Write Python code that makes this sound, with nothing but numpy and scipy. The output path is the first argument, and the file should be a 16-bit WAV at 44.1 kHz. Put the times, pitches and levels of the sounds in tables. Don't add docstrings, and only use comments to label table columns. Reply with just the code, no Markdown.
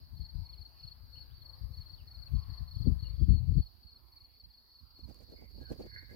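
import sys
import numpy as np
from scipy import signal
from scipy.io import wavfile
from scipy.ndimage import uniform_filter1d

SR = 44100
rng = np.random.default_rng(int(sys.argv[2]) if len(sys.argv) > 2 else 0)


def how_loud(loudness_db):
    steps = np.asarray(loudness_db, float) / 20
    return 10 ** steps


def generate_wav(sig):
    pcm = np.round(np.clip(np.atleast_2d(sig).T, -1, 1) * 32767).astype(np.int16)
    wavfile.write(sys.argv[1], SR, pcm)


N = 271308


def rms_one(x):
    return x / np.sqrt(np.mean(x ** 2, axis=-1, keepdims=True) + 1e-20)


def in_time(rows):
    s, *columns = np.transpose(rows)
    return [np.interp(np.arange(N) / SR, s, c) for c in columns]


def band(x, low_hz, high_hz, order=2):
    return signal.sosfilt(signal.butter(order, [low_hz, high_hz], "band", fs=SR, output="sos"), x)


def drift(rate):
    r = np.exp(-80 * np.pi * rate / SR)
    slow = signal.lfilter([1], [1, -2 * r, r * r], rng.standard_normal(N // 40 + 2002))[2000:]
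    return np.interp(np.arange(N) / 40, np.arange(len(slow)), rms_one(slow))


def steadied(x, window_s, share):
    level = np.sqrt(uniform_filter1d(x ** 2, size=int(window_s * SR)) + 1e-3 * np.mean(x ** 2))
    return rms_one(x / level ** share)


def surges(steady_db, s, peak_db, rise_db_s, fall_db_s):
    t = np.arange(0, N / SR, .001)
    since = t - np.asarray(s)[:, None]
    surge_db = np.asarray(peak_db)[:, None] - np.maximum(-rise_db_s * since, fall_db_s * since)
    loudest = np.max(surge_db, axis=0)
    return np.maximum(steady_db, np.interp(np.arange(N) / SR, t, loudest))


def add(out, s, phase, shape, pan_db, lead):
    at = round(s * SR)
    sides = np.array([[.5], [-.5]])
    gains = how_loud(pan_db * sides)
    note = gains / np.sqrt(np.mean(gains ** 2)) * shape * np.sin(phase + lead * sides)
    out[:, at:at + note.shape[1]] += note[:, :max(N - at, 0)]


def coloured(spectrum, alike, patchy_db):
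    hz, db = np.transpose(spectrum)
    edges = np.geomspace(200, 17000, num=24)
    out, white = 0, rng.standard_normal((2, 2, N))
    for k, (low, high) in enumerate(zip(edges, edges[1:])):
        mid, side = band(white[k % 2], low, high)
        gain = how_loud(np.interp(np.log(low * high) / 2, np.log(hz), db) + patchy_db * drift(2.9))
        out = out + gain * (np.sqrt(1 + alike) * mid + np.sqrt(1 - alike) * side * [[1], [-1]])
    return rms_one(out)


# (frequency [Hz], level [dB per Hz])
HISS_SPECTRUM = [(2000, -22.5), (6000, -24.5), (8300, -32), (9500, 10), (10500, -8), (12000, 3),
                 (14000, 2.5), (16000, -2)]


def microphone_hiss(level_db):
    return how_loud(level_db + 5.5) * coloured(HISS_SPECTRUM, alike=0, patchy_db=0.9)


# (frequency [Hz], level [dB per Hz])
ROAD_SPECTRUM = [(250, 3.5), (450, -4), (700, -1.5), (1050, 0), (1350, -5), (1800, -8.5), (2600, -11.5),
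                 (3600, -13), (5500, -14.5), (8000, -68.5)]


def far_road(level_db):
    wash = coloured(ROAD_SPECTRUM, alike=0.18, patchy_db=3.0)
    return how_loud(level_db + 3.0) * wash * how_loud([[1.5], [-1.5]])


# (time [s], length [s], centre [Hz], level [dB])
VEHICLES = [
    (0.316, 0.26, 850, -73.5),
    (1.392, 0.43, 1046, -76),
    (2.19, 0.63, 986, -69),
]


def passing_vehicles():
    out, t = np.zeros((2, N)), np.arange(N) / SR
    for s, length, hz, db in VEHICLES:
        mid, side = band(rng.standard_normal((2, N)), hz / 0.99, hz * 1.17)
        swell = np.sin(np.pi * np.clip((t - s) / length, 0, 1))
        out += how_loud(db) * swell * rms_one(1.2 * mid + side * [[1], [-1]])
    return out


def strokes(rows):
    stroke_s, fall_hz, stop_share = 0.02426, 322, .11
    out, u = np.zeros((2, N)), np.arange(0, 1, 1 / (stroke_s * SR))
    swell = np.clip(u / 0.39, 0, 1) ** 1.1
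    stop = np.clip((1 - u) / stop_share, 0, 1)
    shape = swell * stop * (1 - 0.42 * u)
    for (s, hz, peak_db, pan_db, lead), turn in zip(rows, rng.random(len(rows))):
        phase = 2 * np.pi * (turn + np.cumsum(hz - fall_hz * u ** 1.78) / SR)
        add(out, s, phase, how_loud(peak_db) * shape, pan_db, lead)
    return out


def far_chorus(level_db):
    rows = []
    for place, (b, c, d, e) in zip(np.linspace(-1, 1, num=14), rng.random((14, 4))):
        hz = 4620 + 480 * place * (0.399 + 0.66 * place ** 2)
        pan_db, lead = 5.9 * (e - .4), 8.3 * b
        for start in np.arange(.35 * b - .1, N / SR, .3 + .12 * c):
            for k in range(3):
                peak_db = 6.3 * d + 1.1 * k - 8.3 * place ** 2
                rows.append((abs(start + 0.038 * k), hz, peak_db, pan_db, lead))
    voices = strokes(rows)
    blur = band(band(rng.standard_normal((2, N)), 4280, 4576, order=1), 3700, 5230)
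    blur = rms_one(blur * how_loud(2.9 * drift(11)))
    return how_loud(level_db) * (voices / np.sqrt(np.mean(voices ** 2)) + how_loud(-1.5) * blur)


def birds(notes, pan_db, lead, rough_hz, arch_hz):
    out, shake, tremble = np.zeros((2, N)), drift(110), drift(67)
    for s, length, start_hz, end_hz, peak_db in notes:
        u = np.arange(0, 1, 1 / (length * SR))
        here = np.minimum(round(s * SR) + np.arange(len(u)), N - 1)
        bend = start_hz + (end_hz - start_hz) * u + arch_hz * np.sin(np.pi * u)
        phase = 2 * np.pi * np.cumsum(bend + rough_hz * shake[here]) / SR
        shape = np.sin(np.pi * u) ** 0.18 * how_loud(peak_db + 0.08 * rough_hz * tremble[here])
        add(out, s, phase, shape, pan_db, lead)
    return out


# (time [s], length [s], start [Hz], end [Hz], level [dB])
COCKEREL_CALL = [
    (5.36, 0.11, 2190, 2170, -71),
    (5.6, 0.114, 1666, 1663, -66.5),
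    (5.6, 0.093, 3280, 3100, -84),
    (5.82, 0.46, 1730, 1740, -69),
    (5.83, 0.58, 2150, 2137, -69.5),
    (5.85, 0.398, 1930, 1903, -76.5),
]


def cockerel():
    return birds(COCKEREL_CALL, pan_db=-3.0, lead=2.64, rough_hz=87.3, arch_hz=-32)


# (time [s], length [s], start [Hz], end [Hz], level [dB])
COOS = [
    (.45, 0.13, 527, 524, -81),
    (1.12, .12, 503, 532, -77),
    (1.45, .33, 503, 500, -76.5),
    (3.05, .16, 509, 513, -70),
    (3.39, .12, 522, 515.3, -70),
]


def dove():
    return birds(COOS, pan_db=11.5, lead=.1, rough_hz=4.0, arch_hz=20.3)


# (time [s], length [s], start [Hz], end [Hz], level [dB])
CHEEPS = [(.52, 0.032, 3600, 2540, -74.5), (1.155, .014, 2660, 3200, -67), (1.168, 0.023, 3110, 2590, -69),
          (1.295, 0.047, 2460, 4400, -71.5), (1.34, 0.049, 4400, 4600, -61.5),
          (1.385, .045, 4500, 3170, -72), (1.975, 0.011, 3910, 3100, -68), (1.985, .03, 3100, 2587, -65),
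          (2.27, 0.028, 2880, 2350, -72), (3.04, .034, 2990, 2690, -68), (4.2, 0.2, 3260, 3370, -86)]


def sparrows():
    return birds(CHEEPS, pan_db=-6.5, lead=1.4, rough_hz=30, arch_hz=30)


def scatter(x, t60):
    t = np.arange(round(.4 * SR)) / SR
    tails = rng.standard_normal((2, len(t))) * how_loud(-60 * t / t60) * (t > .004)
    tails /= np.sqrt(np.sum(tails ** 2, axis=1, keepdims=True))
    return signal.fftconvolve(x, tails, axes=1)[:, :N]


# (time [s], flutter level [dB], left minus right [dB])
CASE_RUBS = [(4.992, -50, 4), (5.098, -41, -12), (5.16, -51.5, -6), (5.22, -46, -8.5), (5.3, -44.5, 7),
             (5.323, -42, 4), (5.38, -53, 0), (5.421, -40.5, -1), (5.51, -53, 1), (5.58, -42.5, 12),
             (5.615, -38.5, 2), (5.722, -28.5, -1), (5.808, -30, 0.5), (5.858, -40, 4), (5.949, -50.5, 1),
             (6.028, -51.5, -1), (6.11, -43.5, -5), (6.135, -37.5, 5)]


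def finger_rubs():
    s, db, pan_db = np.transpose(CASE_RUBS)
    rub_db = np.array([surges(-110, s, db + side * pan_db, rise_db_s=695, fall_db_s=491)
                       for side in (.5, -.5)])
    judder = rng.standard_normal((2, N)) * how_loud(6.0 * drift(33))
    judder = band(band(judder, 170, 430, order=1), 130, 690)
    thud = np.array([steadied(x, window_s=0.035, share=0.42) for x in judder])
    grain_gain = how_loud(0.65 * (rub_db[1] + 59.5) - 71.5 + 2.4 * drift(90))
    grains = 0.78 * band(rng.standard_normal((2, N)), 700, 2500, order=1)
    grains += band(rng.standard_normal((2, N)), 4200, 5300, order=1)
    grains += 0.23 * band(rng.standard_normal((2, N)), 11000, 20000)
    return band(how_loud(rub_db - 11.0) * thud, 90, 800) + grain_gain * grains * how_loud([[-11], [0]])


# (time [s], peak level [dB], left minus right [dB])
CASE_TICKS = [(0.159, -66.5, 4), (2.2832, -61.5, -4), (2.85, -67, 14), (5.116, -85, -4),
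              (5.1452, -52.5, -18.5), (5.19, -56.5, -12), (5.2058, -59.5, -17), (5.2335, -64, -30),
              (5.3017, -60.5, -4.0), (5.7028, -58.5, -19.5), (5.7203, -53, -20), (5.8072, -67, -3),
              (6.1204, -71, -2.5)]


def finger_ticks():
    clicks = np.zeros((2, N))
    for s, peak_db, pan_db in CASE_TICKS:
        clicks[:, round(s * SR)] = how_loud(peak_db + 7.0 + pan_db * np.array([.5, -.5]))
    return band(clicks, 2500, 13000, order=1)


def port(breeze, gusts):
    (breeze_db,), (s, rumble_db, flutter_db) = in_time(breeze), np.transpose(gusts)
    breeze_flutter_db = -86.5 + 0.52 * (breeze_db + 60)
    return np.array([surges(breeze_db, s, rumble_db, rise_db_s=499, fall_db_s=257.5),
                     surges(breeze_flutter_db, s, flutter_db, rise_db_s=901, fall_db_s=603)])


# (time [s], rumble level [dB])
LEFT_BREEZE = [
    (0, -67),
    (.7, -57.5),
    (1.1, -51),
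    (2.2, -51.5),
    (2.7, -46),
    (3.1, -35),
    (3.6, -24.5),
]
# (time [s], rumble level [dB])
RIGHT_BREEZE = [(0, -57.5), (.35, -65.5), (.8, -63.5), (2, -57), (3.1, -51.5), (3.7, -57), (4.4, -64),
                (4.7, -68), (5, -58), (5.6, -48), (6.15, -51)]
# (time [s], rumble level [dB], flutter level [dB])
LEFT_GUSTS = [(0, -40, -52), (.13, -37, -62), (0.198, -32, -54), (0.358, -26, -73), (0.398, -32, -62),
              (0.521, -40.5, -75), (0.598, -40.5, -62), (0.842, -41.5, -80), (1.019, -43, -83),
              (1.199, -46, -95), (1.318, -42.5, -73), (1.63, -30.5, -77), (1.7, -36.5, -66),
              (1.778, -35.5, -67), (1.921, -41.5, -75), (2.022, -41.5, -55), (2.178, -38, -69),
              (2.341, -19.5, -60.5), (2.488, -29, -71), (2.611, -30, -60), (2.76, -31, -55),
              (2.808, -27.5, -50), (2.874, -19, -14.5), (2.92, -21.5, -56), (3.028, -29.5, -63),
              (3.218, -17.5, -36.5), (3.296, -13, -37), (3.334, -17.5, -39.5), (3.498, -18, -33.5),
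              (3.575, -15.5, -31)]
# (time [s], rumble level [dB], flutter level [dB])
RIGHT_GUSTS = [(2.33, -49, -85), (2.929, -44, -72), (3.248, -43.5, -71), (3.371, -57, -87),
               (3.521, -37.5, -60), (3.601, -34.5, -66.5), (3.848, -49, -55), (4.039, -51, -86),
               (4.211, -53.5, -89), (4.449, -47, -55), (4.829, -48.5, -58.5), (5.039, -39, -44.5),
               (5.09, -43.5, -36.5), (5.23, -50, -68), (5.419, -54, -46), (5.56, -39, -55),
               (5.61, -41.5, -40.5), (5.71, -37.5, -33), (5.8, -45, -32.5), (6.109, -45, -42.5)]


def port_levels():
    left, right = port(LEFT_BREEZE, LEFT_GUSTS), port(RIGHT_BREEZE, RIGHT_GUSTS)
    drop_s, drop_db_s, leak_db, round_off_s = 3.602, 1500.5, -34, 0.012
    lowered = left - drop_db_s * np.clip(np.arange(N) / SR - drop_s, 0, None)
    left = np.maximum(lowered, [right[0] + leak_db, np.full(N, -82.0)])
    return uniform_filter1d(np.array([left, right]), size=int(round_off_s * SR))


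def buffeting(rumble_db, flutter_db):
    eddies = rng.standard_normal(N) * how_loud(4.9 * drift(35))
    rumble = steadied(band(band(eddies, 47.7, 81.0, order=1), 15, 117.8), window_s=0.046, share=1.0)
    slap = steadied(band(eddies, 120, 198.4), window_s=0.034, share=1.0)
    flutter = steadied(band(band(eddies, 220, 230, order=1), 93, 540), window_s=0.069, share=0.64)
    slap_db = rumble_db + 0.36 * (rumble_db + 16.5) + 0.29 * (flutter_db - rumble_db) - 2.5
    low = band(how_loud(rumble_db) * rumble, 36, 150) + how_loud(slap_db) * slap
    pressure = low + how_loud(flutter_db - 9.5) * flutter
    limit = 0.89
    return band(limit * np.tanh(pressure / limit), 9.9, 430, order=3)


# (time [s], peak level [dB])
DEEP_TIMES = [
    (2.272, -76),
    (2.76, -73.5),
    (3.146, -70),
    (3.53, -79.5),
    (3.98, -83),
    (4.44, -79.5),
]


def deep_cricket():
    return strokes([(s + .042 * k, 3490, db + 1.5 * (k - 1), 4.0, -.6)
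                    for s, db in DEEP_TIMES for k in range(3)])


def chirps(rows, song, lead, lead_spread):
    spread_hz, spread_db = 22.4, 0.5
    chance = rng.standard_normal((len(rows), 3, 3))
    played = []
    for (s, db, pan_db), draws in zip(rows, chance):
        for (late, step_db, hz), (a, b, c) in zip(song, draws):
            peak_db = db + step_db + spread_db * b
            played.append((s + late, hz + spread_hz * a, peak_db, pan_db, lead + lead_spread * c))
    return strokes(played)


# (time [s], peak level [dB], left minus right [dB])
HIGH_TIMES = [
    (.34, -64, 1),
    (.72, -65, 5),
    (1.02, -65, 7),
    (4.48, -67, -2),
    (4.9, -64, -2),
    (5.105, -60, 0),
    (5.375, -58, -8),
    (5.395, -59, 0),
    (5.7, -63, 0),
]
# (time from the middle one [s], level [dB], starting pitch [Hz])
HIGH_STROKES = [
    (-.04, -2, 4880),
    (0, 1, 4900),
    (.04, -2.5, 4900),
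]


def high_cricket():
    return chirps(HIGH_TIMES, HIGH_STROKES, lead=1.2, lead_spread=1.8)


# (time [s], peak level [dB], left minus right [dB])
LATE_TIMES = [
    (3.823, -53, 4),
    (4.042, -75, -4),
    (4.116, -51.5, 2),
    (4.394, -48, 3),
    (5.14, -57, -5),
    (5.503, -56, -14),
    (5.773, -51, -1),
    (5.936, -45, -5),
    (6.127, -54, -8),
]
# (time from the middle one [s], level [dB], starting pitch [Hz])
LATE_STROKES = [
    (-.041, -15, 4630),
    (0, -3.5, 4560),
    (0.041, -0.2, 4550),
]


def late_cricket():
    return chirps(LATE_TIMES, LATE_STROKES, lead=-0.98, lead_spread=1.2)


# (time [s], peak level [dB], left minus right [dB])
LEFT_TIMES = [(.245, -49, 3), (.608, -48.5, 6), (.869, -47, 6), (1.161, -49, 15), (1.486, -51, 17),
              (1.89, -48.5, 14), (2.217, -48, 16), (2.529, -47, 17), (2.814, -47.5, 15), (3.05, -49, 14),
              (3.318, -52.5, 18), (3.567, -55.5, 38.5)]
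# (time from the middle one [s], level [dB], starting pitch [Hz])
LEFT_STROKES = [
    (-.035, -2, 4450),
    (0, 1.5, 4500),
    (.039, 2, 4510),
]


def left_cricket():
    return chirps(LEFT_TIMES, LEFT_STROKES, lead=-0.37, lead_spread=1.5)


# (time [s], peak level [dB], left minus right [dB])
AHEAD_TIMES = [(.198, -51.5, 4), (.487, -48, 2.5), (.826, -48.5, 3), (1.173, -49, 3), (1.448, -48.5, 7),
               (1.767, -48, 3), (2.104, -49, 3), (2.381, -50, 3), (2.706, -49, 1), (3.024, -48, 6.5),
               (3.336, -52.5, 5), (3.618, -51.5, 1.5), (3.915, -52.5, 1), (4.2, -53, 3.5),
               (4.534, -56, 2.5), (4.745, -55, 0), (4.993, -52, 1), (5.317, -55, -1), (5.646, -51, -3),
               (5.923, -49.5, -1)]
# (time from the middle one [s], level [dB], starting pitch [Hz])
AHEAD_STROKES = [
    (-.0355, -1.5, 4460),
    (0, 1, 4500),
    (.037, 1.26, 4460),
]


def ahead_cricket():
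    return chirps(AHEAD_TIMES, AHEAD_STROKES, lead=0.99, lead_spread=0.32)


# (time [s], far chorus level [dB], far road level [dB], microphone hiss level [dB])
GARDEN_LEVELS = [
    (0.0, -69, -76, -79.5),
    (2.84, -67, -72.5, -78),
    (4.11, -73, -79, -81),
    (5.3, -68, -79, -80),
    (6.15, -64, -79.5, -79.5),
]


def scene():
    chorus_db, road_db, hiss_db = in_time(GARDEN_LEVELS)
    beds = microphone_hiss(hiss_db) + far_road(road_db) + passing_vehicles()
    far = far_chorus(chorus_db - 1.5) + cockerel() + dove() + sparrows()
    near = deep_cricket() + high_cricket() + late_cricket() + left_cricket() + ahead_cricket()
    echo = how_loud(-3) * scatter(far, t60=0.24) + how_loud(-16) * scatter(near, t60=0.29)
    left, right = port_levels()
    wind = np.array([buffeting(*left), buffeting(*right)])
    return beds + far + near + echo + wind + finger_rubs() + finger_ticks()


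def band_limit(x):
    return signal.sosfilt(signal.butter(12, 15750, fs=SR, output="sos"), x)


def record(dry):
    return band_limit(dry)


dry = scene()
out = record(dry)
generate_wav(out)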